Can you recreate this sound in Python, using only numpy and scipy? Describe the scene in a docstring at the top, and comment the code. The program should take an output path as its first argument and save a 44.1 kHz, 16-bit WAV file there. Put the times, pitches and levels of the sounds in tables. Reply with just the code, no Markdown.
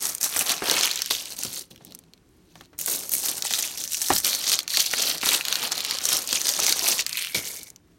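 """A thin plastic bottle of water and soft beads is shaken and squeezed close to a phone, in two spells.
The wall buckles in sharp snaps (short rings with noisy edges) over a dense crackle of tiny pings.
Beads tick on the wall, water sloshes as a mass of bubbles and slaps the ends, and foam rings the air pocket.
Near reflections surround the bottle; a quiet room hums underneath as shaped noise."""
import sys
import numpy as np
from scipy import signal
from scipy.fft import rfft, irfft, next_fast_len
from scipy.io import wavfile
from scipy.ndimage import uniform_filter1d, map_coordinates

SR = 44100
rng = np.random.default_rng(int(sys.argv[2]) if len(sys.argv) > 2 else 0)


def unload_wav(signal):
    """Save mono or channel-first audio to the path in sys.argv[1] as 16-bit WAV at rate SR, clipped to [-1, 1]."""
    wavfile.write(
        sys.argv[1],
        SR,
        np.round(np.clip(np.atleast_2d(signal).T, -1, 1) * 32767).astype(np.int16),
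    )


N = 351918

# Strokes of the hand; levels are before each layer's own trim:
# (start [s], rise [s], fall of the wall sound [s], wall crackle level [dB], bead ticks relative to it [dB],
#  slosh relative to it [dB], centre of the wall's ring [Hz], centre of the bubble pitch [Hz])
HAND_STROKES = [(0, 0.048, 0.128, -26.5, 2.5, -13, 6290, 890),
                (0.2, 0.053, 0.049, -21.5, 1, -16.5, 6870, 1220),
                (0.305, 0.11, 0.072, -25, 4.5, -8.5, 5000, 1210),
                (0.453, 0.063, 0.082, -20.5, -4, -13, 4470, 930),
                (0.614, 0.13, 0.18, -23, -3, -4.5, 3990, 930),
                (0.73, 0.1, 0.25, -18, -8.5, -37.5, 4470, 1510),
                (1.101, 0.0045, 0.21, -22, -3.5, -20, 4650, 920),
                (1.316, 0.0068, 0.021, -37.5, -2, -27, 4820, 640),
                (1.358, 0.1, 0.092, -28, -2, -16.5, 5410, 646),
                (1.47, 0.11, 0.065, -34, 0.5, -15.5, 4720, 500),
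                (1.703, 0.011, 0.047, -49, 0.5, 0.5, 4030, 255),
                (1.77, 0.13, 0.173, -52.5, -6.5, 0.5, 4290, 240), (2.22, 0.15, 0.3, -76, 7, -5, 4300, 300),
                (2.453, 0.198, 0.017, -54, -6.5, -10, 4070, 282),
                (2.778, 0.046, 0.05, -32, 6.5, -14.5, 6170, 440),
                (2.844, 0.084, 0.19, -27, 4, -13, 5620, 490),
                (3.103, 0.041, 0.12, -29.5, 9, -14.5, 6600, 427),
                (3.19, 0.083, 0.153, -25.5, 2, -14.5, 6210, 660),
                (3.44, 0.036, 0.033, -23, -4, -28, 4430, 1080),
                (3.47, 0.097, 0.24, -24.5, -1.5, -19.5, 4990, 770),
                (3.764, 0.051, 0.078, -26.5, -0.5, -19.5, 5280, 436),
                (3.875, 0.067, 0.069, -27.5, -0.5, -46.5, 5820, 750),
                (3.95, 0.216, 0.088, -23.5, 0.5, -19, 6120, 970),
                (4.231, 0.028, 0.27, -19, -3, -18.5, 5170, 940),
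                (4.422, 0.12, 0.067, -17.5, -8, -21.5, 5050, 900),
                (4.682, 0.12, 0.12, -18.5, -3, -23.5, 4600, 1070),
                (4.892, 0.21, 0.087, -19, -4, -16.5, 4700, 900),
                (5.203, 0.15, 0.083, -19, -1, -13.5, 4310, 1130),
                (5.43, 0.096, 0.14, -21.5, -4.5, -12, 3910, 1020),
                (5.599, 0.034, 0.081, -22, -3, -14.5, 3900, 910),
                (5.713, 0.015, 0.0088, -19.5, -10.5, -14, 5440, 940),
                (5.73, 0.079, 0.034, -25.5, -6, -13, 4400, 890),
                (5.81, 0.11, 0.133, -22, -8.5, -15, 4250, 950), (6.01, 0.13, 0.11, -21, -2, -15, 5110, 795),
                (6.26, 0.1, 0.11, -22.5, -6.5, -17.5, 5010, 700),
                (6.39, 0.12, 0.084, -23, -7.5, -17.5, 5580, 826),
                (6.529, 0.13, 0.3, -21.5, -5, -14.5, 5420, 790),
                (6.75, 0.18, 0.067, -20.5, -3, -15.5, 5090, 920),
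                (6.975, 0.027, 0.033, -16.5, -11, -23.5, 4410, 920),
                (7.059, 0.18, 0.15, -28.5, -1, -22.5, 3480, 1190),
                (7.344, 0.0043, 0.074, -20.5, -2.5, -14, 5100, 490),
                (7.37, 0.12, 0.18, -31, 0, -18, 5330, 520)]
REST_DB = -75.5  # wall and water at rest, before the layer's trim


def snaps():
    """A buckle snaps through: a sharp edge, a short ring and a rustle near its pitch as the crease settles."""
    # the clearest wall snaps: (time [s], level [dB], ring pitch [Hz])
    clear_snaps = [(0.0159, -23, 8540), (0.033, -19, 8100), (0.0547, -12.5, 6230), (0.0954, -12.5, 6110),
                   (0.1491, -9, 9150), (0.1813, -18, 6940), (0.2114, -8.5, 6610), (0.2294, -6, 6960),
                   (0.2404, -2, 8630), (0.3257, -17.5, 4630), (0.3384, -17.5, 3290), (0.3501, -20.5, 7190),
                   (0.391, 1.5, 9020), (0.409, -10, 2725), (0.4938, -3, 4430), (0.5015, -7.5, 3540),
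                   (0.6559, -16, 5260), (0.6973, -1.5, 3900), (0.7117, -1.5, 5320), (0.8322, -6.5, 3230),
                   (0.9125, -6.5, 4300), (0.9577, -7.5, 6680), (0.9744, -14.5, 4150), (0.9904, -12.5, 4000),
                   (1.0191, -3, 5290), (1.0595, -10, 5650), (1.1089, -7, 3800), (1.1498, -10, 3430),
                   (1.3214, -20.5, 4200), (1.3648, -22.5, 9310), (1.3887, -12.5, 6530), (1.4336, -8, 7930),
                   (1.4491, -14, 5640), (1.5658, -18.5, 3970), (1.5925, -15.5, 8180), (1.6214, -27.5, 7160),
                   (1.71, -33, 3980), (1.7594, -28, 3250), (1.7769, -35.5, 3200), (1.8487, -25.5, 13400),
                   (1.8692, -36.5, 3780), (1.9215, -27, 4220), (1.9485, -18, 8270), (1.9889, -26.5, 10000),
                   (2.0375, -43, 4070), (2.135, -30.5, 4270), (2.1765, -45, 4050), (2.5546, -33, 3460),
                   (2.6095, -27, 3350), (2.6564, -39, 4230), (2.7886, -10, 8870), (2.8125, -10, 12300),
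                   (2.8604, -5, 11800), (2.8985, -12.5, 11310), (3.0929, -12, 14700), (3.1173, -7.5, 14400),
                   (3.136, -3.5, 13920), (3.1507, -5, 11900), (3.2306, -15, 6340), (3.256, -10, 6490),
                   (3.314, -11, 12180), (3.4226, -7, 5620), (3.4508, -12.5, 5300), (3.507, -10.5, 5290),
                   (3.5364, -4, 3830), (3.5901, -13, 5540), (3.7743, -16, 5790), (3.8382, -11, 5960),
                   (3.8761, -16.5, 5910), (3.9325, -8.5, 7840), (3.9689, -11, 5430), (4.0167, -9, 6000),
                   (4.0841, -8.5, 6350), (4.1629, -4.5, 5130), (4.1824, -3.5, 6970), (4.2009, -11, 8650),
                   (4.2462, -6.5, 6250), (4.3301, -7, 4010), (4.3487, -7, 6380), (4.4403, -10.5, 4380),
                   (4.4772, -12.5, 4090), (4.4956, -9.5, 4150), (4.5174, -3, 4300), (4.5407, -10, 4510),
                   (4.5895, -3, 4650), (4.6035, -17.5, 3530), (4.6304, -21.5, 6870), (4.6778, -9, 4350),
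                   (4.7032, -12.5, 4410), (4.7346, -15.5, 3980), (4.7711, -1, 4370), (4.9117, -10.5, 5540),
                   (4.9377, -7.5, 2910), (4.9836, -14, 4080), (5.035, -13.5, 3140), (5.1123, -12, 3730),
                   (5.1808, -15, 5490), (5.2131, -15, 4430), (5.243, -15, 2310), (5.2599, -12, 3770),
                   (5.2889, 0, 3880), (5.3462, -4, 4350), (5.4091, -9.5, 2680), (5.4515, -6.5, 4120),
                   (5.4829, -4.5, 4300), (5.5258, -3.5, 3840), (5.5553, -3.5, 4260), (5.6276, -12.5, 3380),
                   (5.7189, -4.5, 5250), (5.7783, -7.5, 4290), (5.8047, -9, 3980), (5.8481, -4.5, 4170),
                   (5.9095, -6.5, 4670), (5.9858, -10, 4780), (6.0402, -13, 6150), (6.0536, -1.5, 6540),
                   (6.0881, -4.5, 6520), (6.1679, -8.5, 5570), (6.2736, -9.5, 6500), (6.2896, -8.5, 5310),
                   (6.328, -1.5, 4670), (6.3584, -16.5, 3550), (6.4148, -7.5, 6100), (6.4687, -10.5, 6080),
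                   (6.4901, -3.5, 5810), (6.537, -9, 5360), (6.565, -11, 6490), (6.6004, -4, 6380),
                   (6.6648, -0.5, 5310), (6.6947, -4, 5260), (6.7241, 0, 4470), (6.793, -7, 5110),
                   (6.914, -8.5, 6780), (6.992, -7, 2700), (7.0076, -9, 4520), (7.0638, -4, 4810),
                   (7.0933, -10.5, 5810), (7.1287, -10, 4710), (7.1538, -17, 2360), (7.1886, -23.5, 2300),
                   (7.221, -20.5, 2260), (7.2469, -11, 2910), (7.2704, -14.5, 2930), (7.3502, -18, 2180),
                   (7.631, -19.5, 9120), (7.6715, -32, 4700), (7.7019, -24.5, 7250), (7.7603, -29.5, 5910)]
    s, level_db, hz = np.transpose(clear_snaps)

    # further snaps at random moments follow the strength of the strokes
    luck = rng.standard_normal((120, 2))
    stray = rng.uniform(0, N / SR, len(luck))
    stray_level = strength(stray) * amp(8 + 4.5 * luck[:, 0])
    stray_hz = pitch_hz(stray, axis=6) * np.exp(0.3 * luck[:, 1])
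    level = np.append(amp(level_db), stray_level)
    s, hz = np.append(s, stray), np.append(hz, stray_hz)

    t = np.arange(1024) / SR
    noise = rng.standard_normal((len(s), 2, len(t)))
    edge_db = -13.5 + 4 * np.log2(hz / 5000)  # higher snaps are sharper
    edge = amp(edge_db[:, None] - 60 * t / 0.011) * np.diff(noise[:, 0], prepend=0)
    flutter = 2.9 * uniform_filter1d(noise[:, 1], size=8, axis=1)
    rustle = amp(-11.5 - 60 * t / 0.017) * flutter * np.sin(2 * np.pi * hz[:, None] * t)
    ring = 1.1 * pings(hz, 15.2, size=1024) + 0.4 * pings(hz * 1.6, 20.5, size=1024)
    return place(s + 0.0007, level[:, None] * (ring + edge + rustle))


def crackle(bursts):
    """Many small creases flip; most ring a patch of wall for a few cycles, some the ribbed panel's own note."""
    # spans in which the grip leaves the ribbed panel free to ring: (start [s], end [s])
    panel_free = [(1.3, 2.75), (4.3, 6.0)]
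    s, gain = swarm(count=18000, clumps=2.06 * bursts, spread_db=4.5)
    centre_hz = pitch_hz(s, axis=6)
    scatter = rng.standard_normal(len(s))
    is_free = np.any([(s > a) & (s < b) for a, b in panel_free], axis=0)
    panel = (rng.uniform(size=len(s)) < 0.25) & is_free
    hz = np.where(panel, 4330 * np.exp(0.065 * scatter), centre_hz * np.exp(0.31 * scatter))
    cycles = np.where(panel, 32, 13)[:, None]
    gain = gain * strength(s, rest_db=REST_DB) * amp(-3.5)
    return place(s, gain[:, None] * even(pings(hz, cycles, size=256)))


def beads(bursts):
    """Beads tick on the wall: very short, bright contacts."""
    s, gain = swarm(count=18000, clumps=2.4 * bursts, spread_db=5.0)
    hz = 11000 * np.exp(0.25 * rng.standard_normal(len(s)))
    tick = pings(hz, 8, size=96)
    # the rest level leaves a faint, constant bright hiss under the ticks
    gain = gain * strength(s, axis=4, rest_db=-83.5) * amp(-2.0)
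    return place(s, gain[:, None] * even(tick))


def slosh(bursts):
    """Churned water: a dense mass of bubbles that burst within a few cycles, their pitch rising."""
    s, gain = swarm(count=12000, clumps=2.0 * bursts, spread_db=1.5)
    hz = pitch_hz(s, axis=7) * np.exp(0.65 * rng.standard_normal(len(s)))
    bubble = pings(hz, 4.76, size=384, rise=0.4)
    # the water falls away 1.51 times slower than the wall
    gain = gain * strength(s, axis=5, slower=1.51, rest_db=REST_DB) * amp(3.5)
    return place(s, gain[:, None] * even(bubble))


def knocks():
    """Each slap cracks, rings the filled bottle briefly, shakes the water into a dying puff and thuds dully."""
    # water slaps and knocks on the bottle, before the trims below: (time [s], level [dB],
    # thud relative to it [dB], crack relative to it [dB], pitch that the struck spot favours [Hz])
    slaps = [(0.362, -26, -30, -0.5, 900), (0.62, -17.5, -36.5, -17.5, 475), (1.108, -24.5, -23.5, -4, 328),
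             (1.45, -28.5, -16, -18, 328), (1.807, -42, -10, -28, 700), (2.555, -38, -18, -9, 700),
             (2.608, -39.5, -30, -9.5, 700), (2.73, -40, -13, -18, 403), (2.878, -25.5, -31, -9, 1000),
             (3.45, -35, -34, 3.5, 1400), (3.507, -27, -34, -5, 1400), (4.102, -6.5, -23.5, -17, 750),
             (4.775, -29, -36, -3, 1010), (4.935, -31, -37.5, 9, 800), (5.232, -26, -30.5, 0, 900),
             (5.265, -23.5, -54.5, -5, 900), (6.325, -24.5, -20, -13, 503), (6.591, -24.5, -30, -6, 850),
             (6.729, -40, -18, -6, 800), (7.348, -37, -2.5, -6, 400)]
    # modes of the filled bottle before scatter and trim: (pitch [Hz], level [dB], t60, capped below [s])
    bottle_modes = [(317, -3.5, 0.28), (470, -2.5, 0.023), (753, -4, 0.037), (1080, 4, 0.021),
                    (1304, -8.5, 0.054), (1700, -17.5, 0.02), (2520, -22, 0.08)]
    s, level_db, thud_db, crack_db, spot_hz = np.transpose(slaps)
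    t = np.arange(8192) / SR
    luck = rng.standard_normal((len(s), len(bottle_modes), 2))

    ring = 0
    for k, (hz, mode_db, t60) in enumerate(bottle_modes):
        octaves_off = np.abs(np.log2(hz / spot_hz[:, None]))
        # modes away from the favoured pitch ring weaker
        start_db = mode_db + 4 - 12.5 * octaves_off + 2 * luck[:, [k], 0]
        mode_hz = hz * (1 + 0.043 * luck[:, [k], 1])
        ring = ring + amp(start_db - 60 * t / min(t60, 0.04)) * np.sin(2 * np.pi * mode_hz * t)

    noise = rng.standard_normal((3, len(s), len(t)))
    puff = unit(filtered(noise[0], lambda hz: above(hz, 250) / (1 + (hz / 1100) ** 2)))
    thud = unit(filtered(noise[1], lambda hz: above(hz, 70) ** 2 / (1 + (hz / 260) ** 4)))
    crack = unit(filtered(noise[2], lambda hz: above(hz, 540) / (1 + (hz / 2800) ** 2)))
    water = amp(-3 - 60 * t / 0.11) * puff + amp(thud_db[:, None] + 6.5 - 60 * t / 0.32) * thud
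    blow = ring + water + amp(crack_db[:, None] + 12.5 - 60 * t / 0.018) * crack
    onset = 1 - np.exp(-t / 0.00024)
    return place(s + 0.001, amp(level_db - 2.5)[:, None] * blow * onset)


def neck(bursts):
    """Foam bursting under the cap rings the air pocket, whose pitch settles."""
    # air pocket in the upright bottle: (time [s], level before a 1 dB lift [dB], centre pitch [Hz])
    air_pocket = [(7.05, -64, 2500), (7.168, -45, 2420), (7.33, -49.5, 2180), (7.354, -22, 2210),
                  (7.372, -38.5, 2205), (7.66, -57, 2230), (7.76, -85, 2230)]
    s, gain = swarm(count=9000, clumps=1.0 * bursts, spread_db=7.0)
    inside = (s > air_pocket[0][0]) & (s < air_pocket[-1][0])
    s = s[inside]
    gain = gain[inside] * amp(control(air_pocket, s, axis=1) + 1.0)
    hz = control(air_pocket, s, axis=2) * np.exp(0.03 * rng.standard_normal(len(s)))
    return place(s, gain[:, None] * even(pings(hz, 55, size=1024)))


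def room(x):
    """Near reflections die faster in the treble; their fine pattern is random, drawn anew every 0.2 s."""
    # decay of the near reflections: (frequency [Hz], t60 [s])
    decay = [(300, 0.086), (3000, 0.06), (12000, 0.031)]
    out, step = np.zeros(N + SR), SR // 5
    for at in range(0, N, step):
        hz, t, z = signal.stft(rng.standard_normal(step), SR, nperseg=128)
        fade = amp(-60 * t / along(decay, hz)[:, None])
        tail = signal.istft(z * fade, SR, nperseg=128)[1]
        answer = signal.fftconvolve(x[at:at + step], tail / np.linalg.norm(tail))
        out[at:at + len(answer)] += answer
    return out[:N]


def hum():
    """Steady room tone: noise shaped by a spectrum, its level wavering a little."""
    # colour of the room tone: (frequency [Hz], relative density [dB])
    tone_colour = [(15, -36), (25, -12.5), (65, -3), (97, -5), (124, -2.5), (142, -13), (167, 1),
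                   (214, -10), (288, -3), (445, -11.5), (510, -21), (7920, -33), (12900, -37.5),
                   (15200, -45), (16500, -51.5)]
    tone = unit(filtered(rng.standard_normal(N), lambda hz: amp(along(tone_colour, hz))))
    level_db = -59.0 + 1.1 * wobble(np.arange(N) / SR, 8.8)
    return amp(level_db) * tone


def strokes(s, slower=1):
    """Power of every stroke of the hand at times s, one row each: a swell, a fall, a quick stop."""
    start, rise, fall, db = np.transpose(HAND_STROKES)[:4, :, None]
    swell = np.clip((s - start) / rise, 0, 1) ** 0.63
    since_peak = np.clip(s - start - rise, 0, None) / slower
    fall_db = 17.5 * np.minimum(since_peak / fall, 1)
    stop_db = 327 * np.clip(since_peak - fall, 0, None)  # steep loss once the fall is over
    return (swell * amp(db - fall_db - stop_db)) ** 2


def strength(s, axis=None, slower=1, rest_db=-120):
    """Gain of all strokes together, each offset by the dB in one of its columns, over a level at rest."""
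    offset = 1 if axis is None else amp(np.transpose(HAND_STROKES)[axis][:, None]) ** 2
    return np.sqrt(np.sum(strokes(s, slower) * offset, axis=0) + amp(rest_db) ** 2)


def pitch_hz(s, axis):
    """A pitch column averaged over the strokes at times s, weighted by power so the strongest dominates."""
    power = strokes(s) + 1e-12
    return np.transpose(HAND_STROKES)[axis] @ power / power.sum(axis=0)


def jolts(rate, fade):
    """Sudden jolts of the hand and water that die away, as a curve of mean 0 and rms 1."""
    kicks = (rng.uniform(size=N) < rate / SR) * rng.exponential(size=N)
    curve = np.sqrt(signal.lfilter([1], [1, -np.exp(-1 / (fade * SR))], kicks))
    return unit(curve - np.mean(curve))


def swarm(count, clumps, spread_db):
    """Random moments and gains, a few large among many small; grains of energy 1 give a mean power of 1."""
    s = rng.uniform(0, N / SR, count)
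    own_db = spread_db * np.minimum(rng.exponential(size=count), 3.5)
    gain = unit(amp(own_db + clumps[(s * SR).astype(int)]))  # clumps is a curve in dB
    return s, gain * np.sqrt(N / count)


def pings(hz, cycles, size, rise=0):
    """Damped sines that lose 60 dB in so many cycles; a positive rise bends the pitch upward."""
    turns = np.clip(hz, 100, 17000)[:, None] * np.arange(size) / SR
    life = turns / np.abs(cycles)
    onset = 1 - np.exp(-turns * 3)
    return amp(-60 * life) * np.sin(2 * np.pi * turns * (1 + rise * life)) * onset


def even(shapes):
    """Every row at energy 1."""
    return shapes / np.linalg.norm(shapes, axis=1, keepdims=True)


def place(s, shapes):
    """Sum of short shapes, one row each, starting at times s."""
    at = np.round(s * SR).astype(int)[:, None] + np.arange(shapes.shape[1])
    return np.bincount(at.ravel(), shapes.ravel(), N + SR)[:N]


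def amp(db):
    """Decibels to a linear gain."""
    return 10 ** (np.asarray(db) / 20)


def unit(x):
    """x at rms 1."""
    return x / np.sqrt(np.mean(x ** 2) + 1e-20)


def along(points, hz):
    """(Hz, value) points on a log axis."""
    f, v = np.transpose(points)
    return np.interp(np.log(hz + 1), np.log(f + 1), v)


def control(table, s, axis):
    """One column of a table at times s."""
    return np.interp(s, np.transpose(table)[0], np.transpose(table)[axis])


def wobble(s, rate):
    """A smooth random curve at times s, rate knots a second."""
    return map_coordinates(rng.standard_normal(int(N * rate / SR) + 4), [s * rate])


def filtered(x, response):
    """x with its spectrum multiplied by a response of frequency."""
    m = next_fast_len(x.shape[-1] + 8192)
    return irfft(rfft(x, m) * response(np.fft.rfftfreq(m, 1 / SR)), m)[..., :x.shape[-1]]


def above(hz, edge_hz):
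    """A causal second-order high-pass."""
    u = 1j * hz / edge_hz
    return u * u / (1 + 1.107 * u + u * u)


def scene():
    """The bottle in the hand with its near reflections, over the room tone."""
    # colour of hand, table and microphone: (frequency [Hz], gain [dB])
    path_colour = [(100, -5.5), (1000, -5), (2200, -1.5), (3800, -1.5), (4370, -0.5), (4950, -2), (6000, 2),
                   (7600, -1), (9000, 0.5), (10500, -3.5), (11600, 0), (16000, -5)]
    bursts = jolts(rate=70, fade=0.0084)  # per second, s; shared by all grains
    wall = crackle(bursts) + beads(bursts) + snaps()
    wall = filtered(wall, lambda hz: above(hz, 1100) ** 2)  # small patches radiate no bass
    water = filtered(slosh(bursts), lambda hz: above(hz, 160))
    bottle = wall + water + neck(bursts) + knocks()
    near = filtered(bottle + amp(-13.5) * room(bottle), lambda hz: amp(along(path_colour, hz)))
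    return (near + hum())[None]


def record(dry):
    """The phone rounds off the highest peaks, cuts the deep bass and keeps nothing above its band limit."""
    soft = dry / (1 + np.abs(dry / 0.95) ** 4) ** (1 / 4)
    return filtered(soft, lambda hz: (hz < 15900) * above(hz, 30) ** 2)


dry = scene()
out = record(dry)
unload_wav(out)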